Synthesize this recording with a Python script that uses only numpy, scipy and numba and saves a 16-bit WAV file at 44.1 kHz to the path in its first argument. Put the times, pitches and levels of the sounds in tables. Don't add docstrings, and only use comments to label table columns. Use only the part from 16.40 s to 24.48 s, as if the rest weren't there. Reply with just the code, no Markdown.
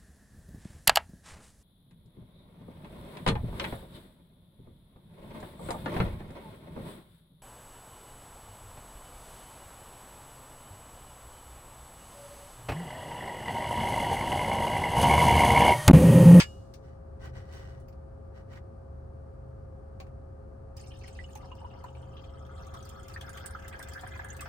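import sys
import numpy as np
from scipy import signal
from scipy.fft import rfft, irfft, next_fast_len
from scipy.io import wavfile
from scipy.ndimage import map_coordinates
from numba import njit

SR = 44100
rng = np.random.default_rng(int(sys.argv[2]) if len(sys.argv) > 2 else 0)


def pcm_store(signal):
    levels = np.round(np.clip(np.atleast_2d(signal), -1, 1) * 32767)
    wavfile.write(sys.argv[1], SR, levels.astype(np.int16).T)


N = 356328

# time_s, first_hz, second_hz
AIR_COLUMN = [(4.3, 720, 2900), (4.95, 975, 2840), (5.55, 980, 2930), (5.9, 1226, 3200), (6.45, 1270, 3340),
              (6.9, 1480, 3450), (7.3, 1626, 3310), (8.08, 1710, 3400)]
# frequency_hz, gain_db
SPRAY_SPECTRUM = [(1200, -9), (2100, -5.5), (2550, -3), (3400, -11.5), (4100, -7.5), (5100, -1.5),
                  (6500, -1.5), (9000, 3), (10500, -0.5), (13000, -3.5), (15200, -4), (16300, -16)]
# time_s, height_cm
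FALL_HEIGHT = [(4.4, 3.3), (5.65, 3), (6.1, 4.2), (6.4, 7), (6.65, 7), (7.0, 12), (8.05, 14)]
POUR_S, POOL_S = 4.36, 4.96
GURGLE_LAW, SPATTER_LAW = (-57, 3.76, -7.5), (-81, 4.6, 11)  # near_db, doubling_db, bare_db


def stream():
    # time_s, gain_db
    gurgle_swells = [(4.9, -1), (5.0, 1.5), (5.25, 0), (5.5, 0.5), (5.75, -2), (6.3, 0), (6.7, -2.5),
                     (7.0, -1), (7.3, .5), (8.08, -2)]
    # time_s, gain_db
    spray_swells = [(4.95, 1), (5.35, -2), (5.68, -3.5), (5.8, 0), (5.95, -4), (6.3, 2.5), (7.05, 2),
                    (7.33, -1), (7.55, 3.5), (7.8, 1), (7.92, -9.5), (8.08, 3)]
    first_hz, second_hz = curves(AIR_COLUMN)
    churn = swarm(rate=900, hz=0.74 * first_hz, spread=0.47, cycles=13, scatter_db=3.5, rise=0.059)
    column = unit(resonate(churn, first_hz, width_hz=260))
    burble = swarm(rate=70, hz=first_hz, spread=0.13, cycles=28, scatter_db=2.5, rise=0.03)
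    gurgle = unit(cabin(column + amp(-2) * burble + amp(-1) * churn, direct_db=-3))
    gurgle *= amp(pour_level(*GURGLE_LAW) + curves(gurgle_swells)[0])
    droplets = swarm(rate=620, hz=4200, spread=0.46, cycles=44, scatter_db=4.8, rise=0.05)
    spatter = swarm(rate=400, hz=5760, spread=0.6, cycles=8, scatter_db=8.5, rise=0)
    fizz = swarm(rate=1200, hz=13500, spread=0.12, cycles=9, scatter_db=4, rise=0)
    hollow = resonate(droplets + spatter, second_hz, width_hz=260)
    parts = [(fizz, pour_level(near_db=-89, doubling_db=6.5, bare_db=-2)),
             (coloured(droplets, SPRAY_SPECTRUM), pour_level(near_db=-70.5, doubling_db=2, bare_db=5.4)),
             (hollow, pour_level(near_db=-68, doubling_db=1.6, bare_db=-1.2)),
             (coloured(spatter, SPRAY_SPECTRUM), pour_level(*SPATTER_LAW))]
    spray = sum(unit(cabin(part, direct_db=-9.5, t60=0.092)) * amp(db) for part, db in parts)
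    spray *= amp(curves(spray_swells)[0])
    spurts = amp(1.7 * wobble(24))
    flowing = np.clip((np.arange(N) / SR - POUR_S) / 0.02, 0, 1)
    return (gurgle * np.sqrt(spurts) + spray * spurts) * flowing


def plops():
    # start_s, level_db, pitch_hz, ring_cycles, froth_db
    large_bubbles = [(4.516, -42.5, 3080, 83, -5), (4.54, -48, 2890, 120, -10),
                     (4.789, -32.5, 1970, 91, -18), (4.841, -39.5, 2960, 100, -11),
                     (4.955, -34.5, 840, 36, -11), (5.03, -42, 1120, 25, -10), (5.116, -37, 995, 33, -9),
                     (5.115, -41.5, 2855, 130, -6), (5.215, -38.5, 910, 19, -14),
                     (5.244, -33.5, 980, 43, -19), (5.25, -54, 2930, 140, -14), (5.31, -49, 2830, 90, -14),
                     (5.441, -32.5, 950, 32, -19), (5.485, -52, 2990, 140, -11), (6.342, -37, 1170, 34, -8),
                     (6.695, -39, 1250, 35, -7), (7.048, -38.5, 1630, 35, -12), (7.341, -33, 1610, 48, -13),
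                     (7.414, -33.5, 1595, 61, -18), (7.558, -31, 1600, 42, -16), (7.633, -34, 760, 39, -20),
                     (7.666, -33.5, 1660, 63, -16), (7.738, -43, 2470, 80, -18),
                     (7.793, -28, 1670, 39, -16), (7.847, -33, 1670, 46, -16), (7.896, -38, 1650, 50, -14),
                     (7.994, -37, 2600, 70, -7), (8.058, -34.5, 1630, 49, -14)]
    out, t = np.zeros((2, N)), np.arange(SR // 6) / SR
    chance = strays(POOL_S, pour_level(*GURGLE_LAW) + 13, curves(AIR_COLUMN)[0], spread=0.21, count=9)
    lesser_bubbles = [(s, db, hz, 28, -8) for s, db, hz in chance]
    for s, db, hz, cycles, froth_db in list(large_bubbles) + lesser_bubbles:
        ring = unit(bubble(t, hz, cycles, rise=0.03, swell=1.6))
        froth = amp(froth_db) * cluster(t, hz, spread=0.14)
        add(out, s, cabin(ring + froth, direct_db=2, t60=0.07), db - 3.5, pan_db=-2)
    return out


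def splats():
    # start_s, level_db, pitch_hz, log_pitch_spread
    lumps = [(4.637, -39, 1990, 0.14), (4.677, -40.5, 2250, 0.31), (4.954, -42.5, 2840, 0.2),
             (5.441, -38, 1240, 0.3), (5.55, -46, 2650, 0.068), (5.767, -42, 3400, 0.17),
             (5.791, -45.5, 3300, 0.043), (5.837, -46.5, 3400, 0.071), (6.34, -40.5, 1400, 0.32),
             (6.811, -38, 2720, 0.37), (6.874, -38, 1750, 0.12), (6.973, -34.5, 2020, 0.35),
             (7.04, -34.5, 1490, 0.28), (7.097, -41, 850, 0.12), (7.327, -33.5, 2120, 0.27),
             (7.393, -37, 1410, 0.4), (7.633, -32.5, 1427, 0.28), (7.755, -34, 1070, 0.5),
             (7.793, -34, 1390, 0.31), (7.848, -37, 1270, 0.11), (8.009, -34, 2600, 0.58),
             (8.056, -32.5, 1600, 0.69)]
    out, t = np.zeros((2, N)), np.arange(SR // 8) / SR
    for s, db, hz, spread in lumps:
        add(out, s, cabin(cluster(t, hz, spread), direct_db=-2.5, t60=0.074), db - 4.5, pan_db=0)
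    return out


def splashes():
    # start_s, level_db, pitch_hz, snap_db
    hard_drops = [(4.367, -45, 5120, -0.5), (4.4014, -47, 4950, -7), (4.6792, -45.5, 4370, 3),
                  (4.9534, -41, 6300, 0), (4.9724, -46.5, 5770, 8.5), (5.439, -49.5, 4400, 10),
                  (6.2678, -48.5, 6500, 1.5), (6.34, -45.5, 3630, 5), (6.4522, -44, 4760, 3),
                  (6.4914, -42, 7040, 4), (6.6827, -41, 5340, 7), (6.7388, -42, 4700, 0),
                  (6.8099, -38, 3390, -2), (6.893, -40, 9460, 0), (6.9727, -40.5, 3235, 0.5),
                  (7.06, -32, 9340, 0), (7.1083, -43, 9450, -6), (7.2808, -38, 9300, 4.5),
                  (7.3924, -37.5, 9600, 1), (7.4265, -36.5, 3580, 6), (7.4859, -40.5, 7700, 2),
                  (7.5343, -39.5, 4960, 3.5), (7.6106, -44, 7400, 6), (7.8451, -42.5, 9330, -1),
                  (7.9025, -39.5, 6820, -18.5), (7.93, -43.5, 8700, -9), (7.9663, -41.5, 9340, 7),
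                  (8.008, -36, 8690, -1)]
    out, t = np.zeros((2, N)), np.arange(SR // 6) / SR
    chance = strays(POUR_S, pour_level(*SPATTER_LAW) + 17.5, np.full(N, 6100), spread=0.32, count=12)
    lesser_drops = [(s, db, hz, 0) for s, db, hz in chance]
    for s, db, hz, snap_db in list(hard_drops) + lesser_drops:
        snap = amp(snap_db) * burst(t, tilted(SPRAY_SPECTRUM, db_per_octave=1), t60=0.0086)
        ping = unit(bubble(t, hz, cycles=43, rise=0.1, swell=3.2))
        add(out, s, cabin(snap + ping, direct_db=-7.5, t60=0.077), db + 0.5, pan_db=-1.5)
    return out


def lid():
    # start_s, level_db
    hits = [(0.0, -12.5), (0.008, -17), (0.02, -24), (0.031, -29)]
    # pitch_hz, level_db, t60_s
    modes = [(1136, -3, 0.11), (1383, 3, 0.091), (1703, 3.5, 0.115), (2124, 4, 0.08), (2247, 3, .08),
             (2350, -9, 0.17), (2880, -5.5, 0.37), (2980, -1, .08), (3170, 1.5, 0.08), (3451, -5, .1),
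             (4635, -2, 0.12), (4792, 8, 0.073), (5286, -18, 0.28), (6110, -3.5, 0.076), (6430, -5.5, 0.12),
             (7320, -17.5, 0.27), (7897, -10, 0.082), (8920, -9, 0.065)]
    # frequency_hz, gain_db
    shimmer_spectrum = [(1500, -15.5), (3000, -1.5), (5000, 1), (9000, -1.5), (16000, -18)]
    # frequency_hz, gain_db
    crack_spectrum = [(150, -23), (400, -8), (700, -1.5), (1300, -1.5), (2100, 5), (3900, -3), (5000, -1.5),
                      (9200, -7.5), (11500, -17), (16000, -24)]
    out, t = np.zeros((2, N)), np.arange(SR) / SR

    def fading(t60):
        return np.sqrt(sum((t >= s) * amp(db - 60 * np.abs(t - s) / t60) ** 2 for s, db in hits))

    ring = sum(amp(db) * fading(t60) * np.sin(2 * np.pi * (hz * t + rng.random((2, 1)) / 2))
               for hz, db, t60 in modes)
    shimmer = coloured(rng.standard_normal((2, len(t))), shimmer_spectrum) * fading(t60=1)
    out[:, :len(t)] = amp(-22.5) * ring + amp(-48) * shimmer
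    for s, db in hits:
        crack = burst(t, crack_spectrum, t60=0.014)
        add(out, s, cabin(crack, direct_db=-7, t60=0.075), db - 0.5, pan_db=0)
    return out


def slides():
    # start_s, rise_s, fall_s, level_db, tilt_db_per_octave
    pushes = [(0.409, 0.041, 0.17, -63.5, 0), (0.784, 0.067, 0.078, -48, -0.5),
              (0.918, 0.051, 0.099, -50, -0.5), (1.0, 0.15, 0.35, -52.5, 0), (1.112, 0.015, 0.14, -54, 2.5),
              (1.925, 0.051, 0.067, -55.5, -1.1), (2.074, 0.052, 0.044, -54.5, -0.7),
              (2.144, 0.018, 0.047, -51, -1.5)]
    # frequency_hz, gain_db
    rub_spectrum = [(400, 5.5), (700, 3.5), (1100, 1), (2000, -3), (2500, -7), (4500, -12), (7000, -16),
                    (9000, -16), (11500, -32), (14400, -27), (16000, -29.5)]
    # pitch_hz, width_hz, gain_db
    wall_modes = [(1530, 110, 5), (1930, 100, 9), (2960, 60, 10), (3940, 40, 4), (4500, 90, 4),
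                  (5360, 110, 4), (5800, 46, 12)]
    out, t = np.zeros((2, N)), np.arange(SR) / SR

    def walls(hz):
        return 1 + sum(amp(db) / (1 + (2 * (hz - pitch) / width) ** 2) for pitch, width, db in wall_modes)

    for s, rise, fall, db, tilt in pushes:
        grains = rng.standard_normal((2, len(t))) * amp(2.5 * wobble(700)[:len(t)])
        rub = coloured(filtered(grains, walls), tilted(rub_spectrum, tilt))
        speed = np.interp(t, [0, rise, rise + fall], [0, 1, 0])
        out[:, round(s * SR):][:, :len(t)] += amp(db) * speed ** 1.28 * rub
    return out


def catches():
    # start_s, peak_db, pitch_hz
    snags = [(.846, -45, 1140), (.866, -51.5, 2000), (2.128, -48.5, 2160), (2.172, -46.5, 1970)]
    out, t = np.zeros((2, N)), np.arange(SR // 5) / SR
    t60 = 0.074
    for s, db, hz in snags:
        grit = rng.standard_normal(len(t)) * amp(7.5 * wobble(500)[:len(t)] - 60 * t / t60)
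        chirr = resonate(grit, np.full(len(t), hz), width_hz=550)
        add(out, s, cabin(chirr, direct_db=-1.5), db, pan_db=-2)
    return out


def taps():
    # start_s, level_db, pan_db, knock_db, tilt_db_per_octave
    touches = [(.338, -46, 1.5, -17, 2.5), (1.401, -64, -5, -20, 5.5), (1.483, -57, -5, -21, 2),
               (1.526, -63.5, -5, -17, 4), (2.155, -59, -10, -12.5, -0.5), (3.601, -39.5, -1, 2.5, -0.7),
               (3.667, -54, 1, -5, -11.5)]
    # frequency_hz, gain_db
    tick_spectrum = [(500, -25), (800, -6), (1600, -7), (2500, 1), (3300, -10.5), (4700, 1), (7000, -18),
                     (9500, -6), (12500, -17), (16000, -20.5)]
    # pitch_hz, level_db, t60_s
    knock_modes = [(761, 4, .11), (1120, -6.5, .08), (2384, -7.5, .07), (2680, -11, .07)]
    out, t = np.zeros((2, N)), np.arange(SR // 5) / SR
    knock = unit(sum(np.sin(2 * np.pi * hz * t) * amp(db - 60 * t / t60) for hz, db, t60 in knock_modes))
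    for s, db, pan_db, knock_db, tilt in touches:
        tick = burst(t, tilted(tick_spectrum, tilt), t60=0.0014)
        add(out, s, cabin(tick + amp(knock_db) * knock, direct_db=-27, t60=0.11), db + 3, pan_db)
    return out


def heater():
    # pitch_hz, level_db, unsteady_db, pan_db, left_lead_rad
    tones = [(49.5, -64, 2.5, 0, 0), (74.24, -50, 0, 0, -0.25), (94.6, -56.5, 2.5, 0, 0),
             (126.6, -56.5, 3, 2, 0.28), (271, -72, 4.5, 2.5, 3), (436.8, -70, 2.5, 3, 1.7),
             (521.9, -68.5, 3.5, 3, 1), (539.3, -57.5, -0.06, 7.5, 1.76), (663, -72.5, 1.5, 7, 1.5)]
    # frequency_hz, gain_db
    draught_spectrum = [(12, -41), (20, -15), (54, 0.5), (83, 2.5), (126, -6.5), (242, -14.5), (317, -17),
                        (416, -13), (481, -28.5), (536, -28.5), (597, -32.5), (653, -23), (1060, -38.5),
                        (1190, -23.5), (1500, -47), (1950, -71.5), (3300, -120)]
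    # frequency_hz, gain_db
    hiss_spectrum = [(400, -13), (600, -1.5), (800, 0), (1000, -7), (1250, -7.5), (1600, -10.5),
                     (2000, -21), (2800, -28), (3700, -33.5), (4400, -29), (7500, -36), (9200, -30),
                     (11500, -43.5), (14000, -43.5), (16000, -56)]
    t = np.arange(N) / SR
    out = amp(-48) * rush(draught_spectrum)
    out += amp(-63 + 0.27 * wobble(5.4)) * rush(hiss_spectrum)
    for hz, db, unsteady_db, pan_db, lead in tones:
        phase = 2 * np.pi * hz * t + 0.2 * unsteady_db * wobble(4) + np.array([[0.5], [-0.5]]) * lead
        out += np.sqrt(2) * amp(db + unsteady_db * wobble(6)) * panned(pan_db) * np.sin(phase)
    return out


def rush(spectrum):
    # frequency_hz, side_over_mid_db
    width = [(60, -17.5), (110, -15), (200, -3.5), (380, -7.5), (700, -0.5), (15000, -3)]
    mid, side = rng.standard_normal((2, N))
    side = shaped(side, width)
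    return coloured(np.array([mid + side, mid - side]), spectrum)


def cabin(x, direct_db, t60=0.079):
    # frequency_hz, reflected_db
    padding = [(3000, 4), (8000, 1), (15000, -3)]
    t = np.arange(SR // 5) / SR
    tail = rng.standard_normal((2, len(t))) * amp(-60 * t / t60)
    response = shaped(tail / np.linalg.norm(tail[0]), padding)
    response[:, 0] += amp(direct_db)
    return signal.fftconvolve(x[None], response, axes=1)[:, :len(x)]


def bubble(t, hz, cycles, rise, swell):
    age = t * hz / cycles
    phase = 2 * np.pi * hz * t * (1 + rise * (np.minimum(age, 1) - 0.5))
    return np.sin(phase) * amp(-60 * age) * (1 - np.exp(-(t * hz / swell) ** 2))


def swarm(rate, hz, spread, cycles, scatter_db, rise):
    count = int(rate * N / SR)
    start = rng.integers(0, N, (count, 1))
    detune = np.exp(spread * rng.standard_normal((count, 1)))
    pitch = np.clip(np.broadcast_to(hz, N)[start] * detune, 500, 15500)
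    size = amp(scatter_db * np.minimum(rng.exponential(size=(count, 1)), 3))
    k = np.arange(SR // 40)
    waves = size * np.sqrt(pitch) * bubble(k / SR, pitch, cycles, rise, swell=1.6)
    return unit(np.bincount((start + k).ravel(), waves.ravel(), N)[:N])


def cluster(t, hz, spread, count=24, tear_s=0.007):
    late = rng.exponential(size=(count, 1))
    pitch = np.clip(hz * np.exp(spread * rng.standard_normal((count, 1))), 500, 15500)
    age = np.maximum(t - tear_s * (late - late.min()), 0)
    return unit(np.sum(np.exp(-late / 2) * bubble(age, pitch, cycles=15.6, rise=0.14, swell=0.57), 0))


def strays(from_s, level_db, pitch_hz, spread, count, scatter_db=5.5):
    due = np.cumsum(curves(FALL_HEIGHT)[0] * (np.arange(N) / SR > from_s))
    at = np.searchsorted(due / due[-1], (np.arange(count) + rng.random(count)) / count)
    size, detune = np.clip(rng.standard_normal((count, 2)), -2, 2).T
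    return list(zip(at / SR, level_db[at] + scatter_db * size, pitch_hz[at] * np.exp(spread * detune)))


def pour_level(near_db, doubling_db, bare_db, near_cm=3, pooling_s=0.021):
    fall_cm, = curves(FALL_HEIGHT)
    bare = 0.5 - 0.5 * np.tanh((np.arange(N) / SR - POOL_S) / pooling_s)
    return near_db + doubling_db * np.log2(fall_cm / near_cm) + bare_db * bare


def burst(t, spectrum, t60):
    return coloured(rng.standard_normal(len(t)) * amp(-60 * t / t60), spectrum)


@njit
def resonate(x, hz, width_hz):
    y, z, keep = np.zeros(len(x)), 0j, np.exp(-np.pi * width_hz / SR)
    for i in range(len(x)):
        z = z * keep * np.exp(2j * np.pi * hz[i] / SR) + x[i]
        y[i] = 2 * (1 - keep) * z.real
    return y


def amp(db):
    return 10 ** (np.asarray(db) / 20)


def unit(x):
    return x / np.sqrt(np.mean(x ** 2) + 1e-20)


def along(points, hz):
    frequencies, values = np.transpose(points)
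    return np.interp(np.log(hz + 1), np.log(frequencies + 1), values)


def curves(rows):
    times, *columns = np.transpose(rows)
    return [np.interp(np.arange(N) / SR, times, column) for column in columns]


def wobble(rate):
    return map_coordinates(rng.standard_normal(int(N * rate / SR) + 4), [np.arange(N) * rate / SR])


def panned(pan_db):
    return amp(np.array([[0.5], [-0.5]]) * pan_db)


def filtered(x, response):
    n = x.shape[-1]
    padded = next_fast_len(n + 8192)
    return irfft(rfft(x, padded) * response(np.fft.rfftfreq(padded, 1 / SR)), padded)[..., :n]


def shaped(x, spectrum):
    return filtered(x, lambda hz: amp(along(spectrum, hz)))


def coloured(x, spectrum):
    return unit(shaped(x, spectrum))


def tilted(spectrum, db_per_octave):
    return [(hz, db + db_per_octave * np.log2(hz)) for hz, db in spectrum]


def add(out, start_s, sound, peak_db, pan_db):
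    sound = sound / np.abs(sound).max(1, keepdims=True) * amp(peak_db) * panned(pan_db)
    part = out[:, max(round(start_s * SR), 0):][:, :sound.shape[1]]
    part += sound[:, :part.shape[1]]


def scene():
    return heater() + lid() + taps() + slides() + catches() + stream() + plops() + splats() + splashes()


def record(dry, top_hz=16300):
    # frequency_hz, gain_db
    mid_response = [(1000, 0), (2000, -2), (9500, -0.5), (10600, -10), (11600, -19.5), (12600, -1.5),
                    (14000, 4)]
    # frequency_hz, pan_db
    port_balance = [(400, 0), (700, 1), (1100, 3), (2400, -1.5), (4400, 5), (8100, -4.5), (13000, -1)]
    mid = shaped((dry[0] + dry[1]) / 2, mid_response)
    side = (dry[0] - dry[1]) / 2
    stereo = np.array([mid + side, mid - side])
    return filtered(stereo, lambda hz: panned(along(port_balance, hz)) * (hz < top_hz))


dry = scene()
out = record(dry)
pcm_store(out)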